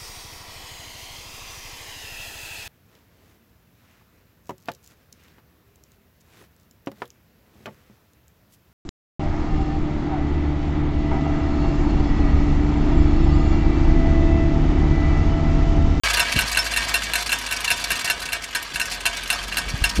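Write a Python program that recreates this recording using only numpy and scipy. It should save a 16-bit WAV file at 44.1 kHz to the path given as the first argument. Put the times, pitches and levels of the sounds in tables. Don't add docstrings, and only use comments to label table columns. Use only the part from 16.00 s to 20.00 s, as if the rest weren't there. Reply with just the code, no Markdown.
import sys
import numpy as np
from scipy import signal
from scipy.fft import rfft, irfft, next_fast_len
from scipy.io import wavfile
from scipy.ndimage import uniform_filter1d, map_coordinates

SR = 44100
rng = np.random.default_rng(int(sys.argv[2]) if len(sys.argv) > 2 else 0)


def log_audio(samples):
    frames = np.atleast_2d(samples).T
    limited = np.clip(frames, -1, 1)
    pcm = np.round(limited * 32767).astype(np.int16)
    wavfile.write(sys.argv[1], SR, pcm)


N = 176400

# (time [s], level [dB], bounce delay [s], bounce vs clack [dB], thin ring [dB])
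CLACKS = [(0.195, 1.5, 0.005, 0.5, -14.5), (.389, 2.5, .019, -3.5, -23), (.572, 3, 0.016, -4.5, -9),
          (0.762, -1.5, 0.0096, 2, -24), (0.941, 3, 0.013, -4.5, -23), (1.135, 0.5, 0.02, 0.5, -31),
          (1.319, -3.5, .0075, 6, -22), (1.511, -3, 0.013, 1.5, -26), (1.703, 2, .011, -0.5, -19),
          (1.904, -0.5, 0.012, 1, -24), (2.0992, 2.5, 0.0072, -5.5, -21.5), (2.3215, -9.5, .008, 9, -30),
          (2.549, -1.5, 0.006, -1.5, -24), (2.798, -1, 0.016, -2.5, -23), (3.0547, 0, 0.0082, 1, -39),
          (3.302, 2.5, 0.025, -5, -21), (3.570, 1, 0.012, -2.5, -23), (3.840, 4, 0.0085, -13, -18.5)]
# (pitch [Hz], level [dB])
BRIGHT_NOTES = [(6400, -46.5), (7720, -41), (8620, -34), (9600, -26.5), (10930, -34.5), (11400, -31.5),
                (13000, -34), (13520, -32.5)]
# (time [s], level [dB])
KNOCKS = [(0.171, 5.5), (0.3631, 1), (.548, -3.5), (0.737, -3.5), (1.293, 0), (1.489, -10), (1.678, 0.5),
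          (1.88, -11), (2.076, -3.5), (2.288, -8), (2.758, 0.5), (3.525, -6.5)]
def drive_rod():
    tones, noise, t = np.zeros(N), np.zeros(N), np.arange(SR // 4) / SR
    thin_hz, rise_s = 5314, 0.011
    thin_ring = 2 * np.sin(2 * np.pi * thin_hz * t) * fade(t, fade_s=0.069) * (1 - np.exp(-t / rise_s))
    bright_fade_s, bounce_rod_db = 0.038, -3
    bright = [(hz, db, bright_fade_s) for hz, db in BRIGHT_NOTES]
    for start, db, delay, bounce_db, ring_db in CLACKS:
        for at, hit_db, rod_db in ((start, db, 0), (start + delay, db + bounce_db, bounce_rod_db)):
            add(tones, at, amp(hit_db) * (amp(rod_db) * rod_ring() + frame_ring() + ringing(bright)))
            add(tones, at, amp(hit_db + rod_db) * crack())
            add(noise, at, amp(hit_db - 22) * clatter())
        add(tones, start + delay, amp(ring_db) * thin_ring)
    for start, db in KNOCKS:
        add(tones, start, amp(db) * (rod_ring(fade_scale=0.75) + amp(-4) * frame_ring()))
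        add(noise, start, amp(db - 26) * clatter())
    return tones, noise


# (pitch [Hz], level [dB], time to fade by 60 dB [s])
ROD_NOTES = [(2652, -21, 0.05), (2735, -14.5, 0.052), (4140, -21.5, 0.048)]
def rod_ring(fade_scale=1):
    return ringing([(hz, db, fade_scale * fade_s) for hz, db, fade_s in ROD_NOTES])


# (pitch [Hz], level [dB], time to fade by 60 dB [s])
FRAME_NOTES = [(683.6, -40, 0.3), (712.5, -39.5, 0.26), (957, -38.5, 0.41), (1020, -45.5, 0.37),
               (1515, -27.5, .18), (1618, -30.5, 0.12), (1637, -27.5, 0.091), (1730, -27.5, 0.076),
               (1837, -34, 0.38), (2020, -50.5, 0.32), (2267, -30, 0.17), (3580, -33, .19),
               (3750, -36, 0.12), (4100, -29.5, 0.094)]
def frame_ring():
    return ringing(FRAME_NOTES)


# (frequency [Hz], relative level [dB])
CRACK_COLOUR = [(1200, -32), (2000, 14), (4300, -3.5), (5200, -16), (16000, -21)]
def crack():
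    t = np.arange(SR // 20) / SR
    return amp(-21) * coloured(rng.standard_normal(len(t)), CRACK_COLOUR) * fade(t, fade_s=0.018)


# (frequency [Hz], relative level [dB])
CLATTER_COLOUR = [(200, -9), (600, -8.5), (1200, 0.5), (1700, 1), (1930, -14), (2250, 2), (2750, 11.5),
                  (3300, -4.5), (4900, -2.5), (7000, -1.5), (9600, 0.5), (11500, -2), (13400, -8.5),
                  (14400, -13), (17000, -48)]
# (frequency [Hz], time to fade by 60 dB [s])
CLATTER_FADES = [(500, 0.34), (2000, 0.14), (5000, 0.16), (12000, 0.064)]
def clatter():
    t = np.arange(SR // 4) / SR
    spectrum = rfft(coloured(rng.standard_normal(len(t)), CLATTER_COLOUR))
    hz = np.fft.rfftfreq(len(t), 1 / SR)
    centres, fades = np.transpose(CLATTER_FADES)
    bands = [irfft(spectrum * np.interp(hz, centres, pick), len(t)) for pick in np.eye(len(centres))]
    return sum(band * fade(t, fade_s) for band, fade_s in zip(bands, fades))


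# (time [s], length [s], level [dB])
SCRAPES = [(0.036, 0.017, -25.5), (0.096, 0.016, -25.5), (0.131, 0.018, -23.5), (0.317, 0.02, -26.5),
           (0.467, 0.033, -29), (0.514, 0.016, -23.5), (0.642, 0.036, -30), (0.71, 0.02, -31),
           (0.814, 0.042, -33.5), (0.882, 0.014, -27.5), (1.018, 0.035, -31.5), (1.174, 0.052, -30),
           (1.259, 0.016, -27), (1.299, 0.016, -30.5), (1.409, 0.016, -31), (1.462, 0.0073, -27.5),
           (1.561, 0.0097, -27.5), (1.642, 0.011, -24.5), (1.76, 0.065, -34), (1.839, 0.0059, -22.5),
           (1.954, 0.023, -30), (1.99, 0.027, -32.5), (2.043, 0.017, -23.5), (2.218, 0.015, -32),
           (2.253, 0.0082, -30.5), (2.42, 0.032, -35.5), (2.736, 0.017, -34.5), (2.853, 0.02, -34),
           (2.897, 0.056, -32), (3.004, 0.0058, -29), (3.167, 0.0099, -29), (3.426, 0.015, -33),
           (3.683, 0.023, -34.5), (3.889, 0.011, -28.5), (3.952, 0.034, -35)]
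# (frequency [Hz], relative level [dB])
SCRAPE_COLOUR = [(300, -8.5), (900, -5.5), (1700, -0.5), (2750, 7.5), (3200, -3), (4400, 4), (5500, 3),
                 (8000, -3), (11000, -4.5), (13500, -14.5), (16500, -30)]
def scrapes():
    strokes, t = np.zeros(N), np.arange(SR // 4) / SR
    rise = np.minimum(t / 0.003, 1)
    for start, length, db in SCRAPES:
        add(strokes, start, amp(db) * rise * fade(np.maximum(t - length, 0), fade_s=0.045))
    chatter = amp(2.3 * wobble(per_s=150))
    return friction(strokes * chatter, SCRAPE_COLOUR, bumps_per_s=3000, ring_db=-3.5) + clinks(strokes)


TOP_HZ = 17000
def clinks(strokes):
    out, t = np.zeros(N), np.arange(SR // 20) / SR
    middle_hz, per_s = 5474, 260
    count = int(per_s * N / SR)
    for at, (pitch, size) in zip(rng.integers(N, size=count), rng.standard_normal((count, 2))):
        hz = min(middle_hz * np.exp(0.4 * pitch), TOP_HZ)
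        strength = 2 * strokes[at] * min(1, middle_hz / hz) * amp(-5 + 2 * size)
        add(out, at / SR, strength * fade(t, fade_s=0.018) * np.sin(2 * np.pi * hz * t))
    return out


# (time [s], level [dB])
TICKS = [(1.2237, -27), (1.3858, -27), (1.6044, -26.5), (2.202, -31), (2.509, -38), (2.6265, -28),
         (2.742, -43), (2.8495, -44), (2.945, -43), (3.148, -34), (3.2334, -30.5), (3.2756, -31),
         (3.4796, -33), (3.6667, -51), (3.7764, -37)]
def loose_links():
    out = np.zeros(N)
    count, db_per_octave, fade_s = 60, -3.5, 0.055
    for start, db in TICKS:
        pitches = rng.uniform(2200, 13500, count)
        notes = [(hz, db + db_per_octave * np.log2(hz / pitches.mean()), fade_s) for hz in pitches]
        add(out, start, ringing(notes) * np.sqrt(2 / count))
    return out


# (time [s], level [dB])
RATTLE_LEVELS = [(0, -23.5), (.5, -31), (1.03, -30.5), (1.11, -33.5), (1.95, -32.5), (2.38, -36.5),
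                 (2.49, -38), (2.6, -35), (2.72, -37.5), (2.77, -38), (3.3, -33), (4, -36)]
# (frequency [Hz], relative level [dB])
RATTLE_COLOUR = [(150, -14.5), (350, -12.5), (600, -7.5), (850, -6.5), (1000, -1.5), (1350, 1), (1440, -15),
                 (1650, 6.5), (1850, -4.5), (2250, -3.5), (2750, -1.5), (3150, -4), (4600, -5.5),
                 (6500, -11.5), (10500, -21), (14000, -30), (17000, -45)]
def bearings():
    db, = curves(RATTLE_LEVELS)
    flutter_db = 1.3 * wobble(per_s=45) + 2.4 * wobble(per_s=220)
    return friction(amp(db + flutter_db), RATTLE_COLOUR, bumps_per_s=3500, ring_db=-5.5)


# (time [s], blade passes [Hz], hum level [dB])
SPIN = [(0, 51.7, -31), (.15, 51.7, -31), (.3, 52, -40), (.55, 53, -35), (1.1, 53.3, -38), (1.55, 52, -42),
        (2.1, 48.5, -49), (2.65, 45, -50), (3.0, 44.3, -43), (3.35, 45.3, -39), (3.65, 46.5, -35),
        (4, 46, -36)]
# (frequency [Hz], relative level [dB])
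SWISH_COLOUR = [(100, -42), (200, -11), (260, 3), (310, -25), (450, -54), (2000, -70)]
def propeller():
    hz, db = curves(SPIN)
    phase = 2 * np.pi * np.cumsum(hz) / SR
    hum = amp(db + 0.7 * wobble(per_s=36)) * unit(np.sin(phase) + amp(-16) * np.sin(2 * phase))
    swish = amp(-53 + 0.6 * (hz - 50)) * coloured(rng.standard_normal(N), SWISH_COLOUR)
    return hum + swish


# (time of peak [s], time to swell or die down [s], level [dB])
GUSTS = [(0.368, 0.017, -18.5), (0.436, 0.02, -27), (1.922, 0.013, -32.5), (2.75, 0.022, -34),
         (3.786, 0.3, -32), (3.995, 0.0083, -10)]
# (time [s], half length [s], level [dB])
SWIRLS = [(.3645, .0028, -15), (3.743, .0025, -15), (3.824, .0045, -14)]
# (frequency [Hz], relative level [dB])
GUST_COLOUR = [(20, -19), (45, 11), (90, -8.5), (200, -5.5), (300, -11.5), (700, -28), (1500, -53),
               (4000, -90)]
AIR_COLOUR = [(20, -45), (45, 8), (75, 3.5), (110, -4), (160, -2.5), (350, -4.5), (700, -3.5), (3000, -31),
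              (16000, -60)]
def wind():
    t = np.arange(N) / SR
    gusts = sum(amp(db) * np.exp(-abs(t - at) / width) for at, width, db in GUSTS)
    thumps = np.zeros(N)
    for at, width, db in SWIRLS:
        offset = (t - at) / width
        thumps += 2 * amp(db) * offset * np.exp(-offset ** 2)
    rush = amp(-45 + 2.5 * wobble(per_s=11)) * coloured(rng.standard_normal(N), AIR_COLOUR)
    return gusts * coloured(rng.standard_normal(N), GUST_COLOUR) + thumps + rush


def ringing(notes, contact_s=0.0006):
    t = np.arange(SR // 4) / SR
    hz, db, fade_s = np.transpose(notes)[:, :, None]
    strength = amp(db + 2.5 * rng.standard_normal(hz.shape))
    waves = np.sin(2 * np.pi * (hz * t + rng.random(hz.shape)))
    return (1 - np.exp(-t / contact_s)) * np.sum(strength * fade(t, fade_s) * waves, 0)


def friction(strength, colour, bumps_per_s, ring_db):
    bumps = unit((rng.random(N) < bumps_per_s / SR) * rng.choice([-1, 1], N))
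    body = frame_ring() + amp(-6) * rod_ring()
    ring = signal.fftconvolve(bumps * strength, body / np.linalg.norm(body))[:N]
    return strength * coloured(bumps, colour) + amp(ring_db) * ring


def wandering_contact(sound, depth_db=1.8):
    slices = signal.stft(sound, nperseg=256)[2]
    patches = rng.standard_normal(slices.shape)
    for axis in (0, 1):
        patches = uniform_filter1d(patches, 4, axis=axis)
    return signal.istft(slices * unit(amp(depth_db * unit(patches))), nperseg=256)[1][:N]


def body_resonances(sound, depth_db=2.3, spacing_hz=60, full_above_hz=2500):
    hz = np.fft.rfftfreq(N, 1 / SR)
    ripple = map_coordinates(rng.standard_normal(N // 100), [hz / spacing_hz], mode="wrap")
    gain = amp(depth_db * ripple * np.minimum(hz / full_above_hz, 1) ** 2)
    cepstrum = irfft(np.log(unit(gain)), N)
    one_sided = np.r_[1, np.full(N // 2 - 1, 2), np.zeros(N - N // 2)]
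    response = irfft(np.exp(rfft(cepstrum * one_sided)), N)[:SR // 10]
    return signal.fftconvolve(sound, response)[:N]


def amp(db):
    return 10 ** (np.asarray(db) / 20)


def fade(t, fade_s):
    return amp(-60 * t / fade_s)


def unit(x):
    return x / np.sqrt(np.mean(x ** 2) + 1e-20)


def curves(rows):
    times, *columns = np.transpose(rows)
    return [np.interp(np.arange(N) / SR, times, column) for column in columns]


def wobble(per_s):
    return map_coordinates(rng.standard_normal(1024), [np.arange(N) * per_s / SR], mode="wrap")


def coloured(sound, colour):
    hz = np.fft.rfftfreq(len(sound), 1 / SR)
    points_hz, points_db = np.transpose(colour)
    db = np.interp(np.log(hz + 1), np.log(points_hz + 1), points_db)
    return unit(irfft(rfft(sound) * amp(db), len(sound)))


def add(track, start_s, sound):
    part = track[max(0, round(start_s * SR)):][:len(sound)]
    part += sound[:len(part)]


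def scene():
    rod_tones, rod_noise = drive_rod()
    metal_noise = body_resonances(wandering_contact(rod_noise + scrapes() + bearings()))
    return (rod_tones + metal_noise + loose_links() + propeller() + wind())[None]


def record(dry):
    opened = dry * (np.arange(N) / SR > 0.035)
    padded = next_fast_len(N + SR // 4)
    kept = np.fft.rfftfreq(padded, 1 / SR) < TOP_HZ
    return irfft(rfft(opened, padded) * kept, padded)[..., :N]


dry = scene()
out = record(dry)
log_audio(out)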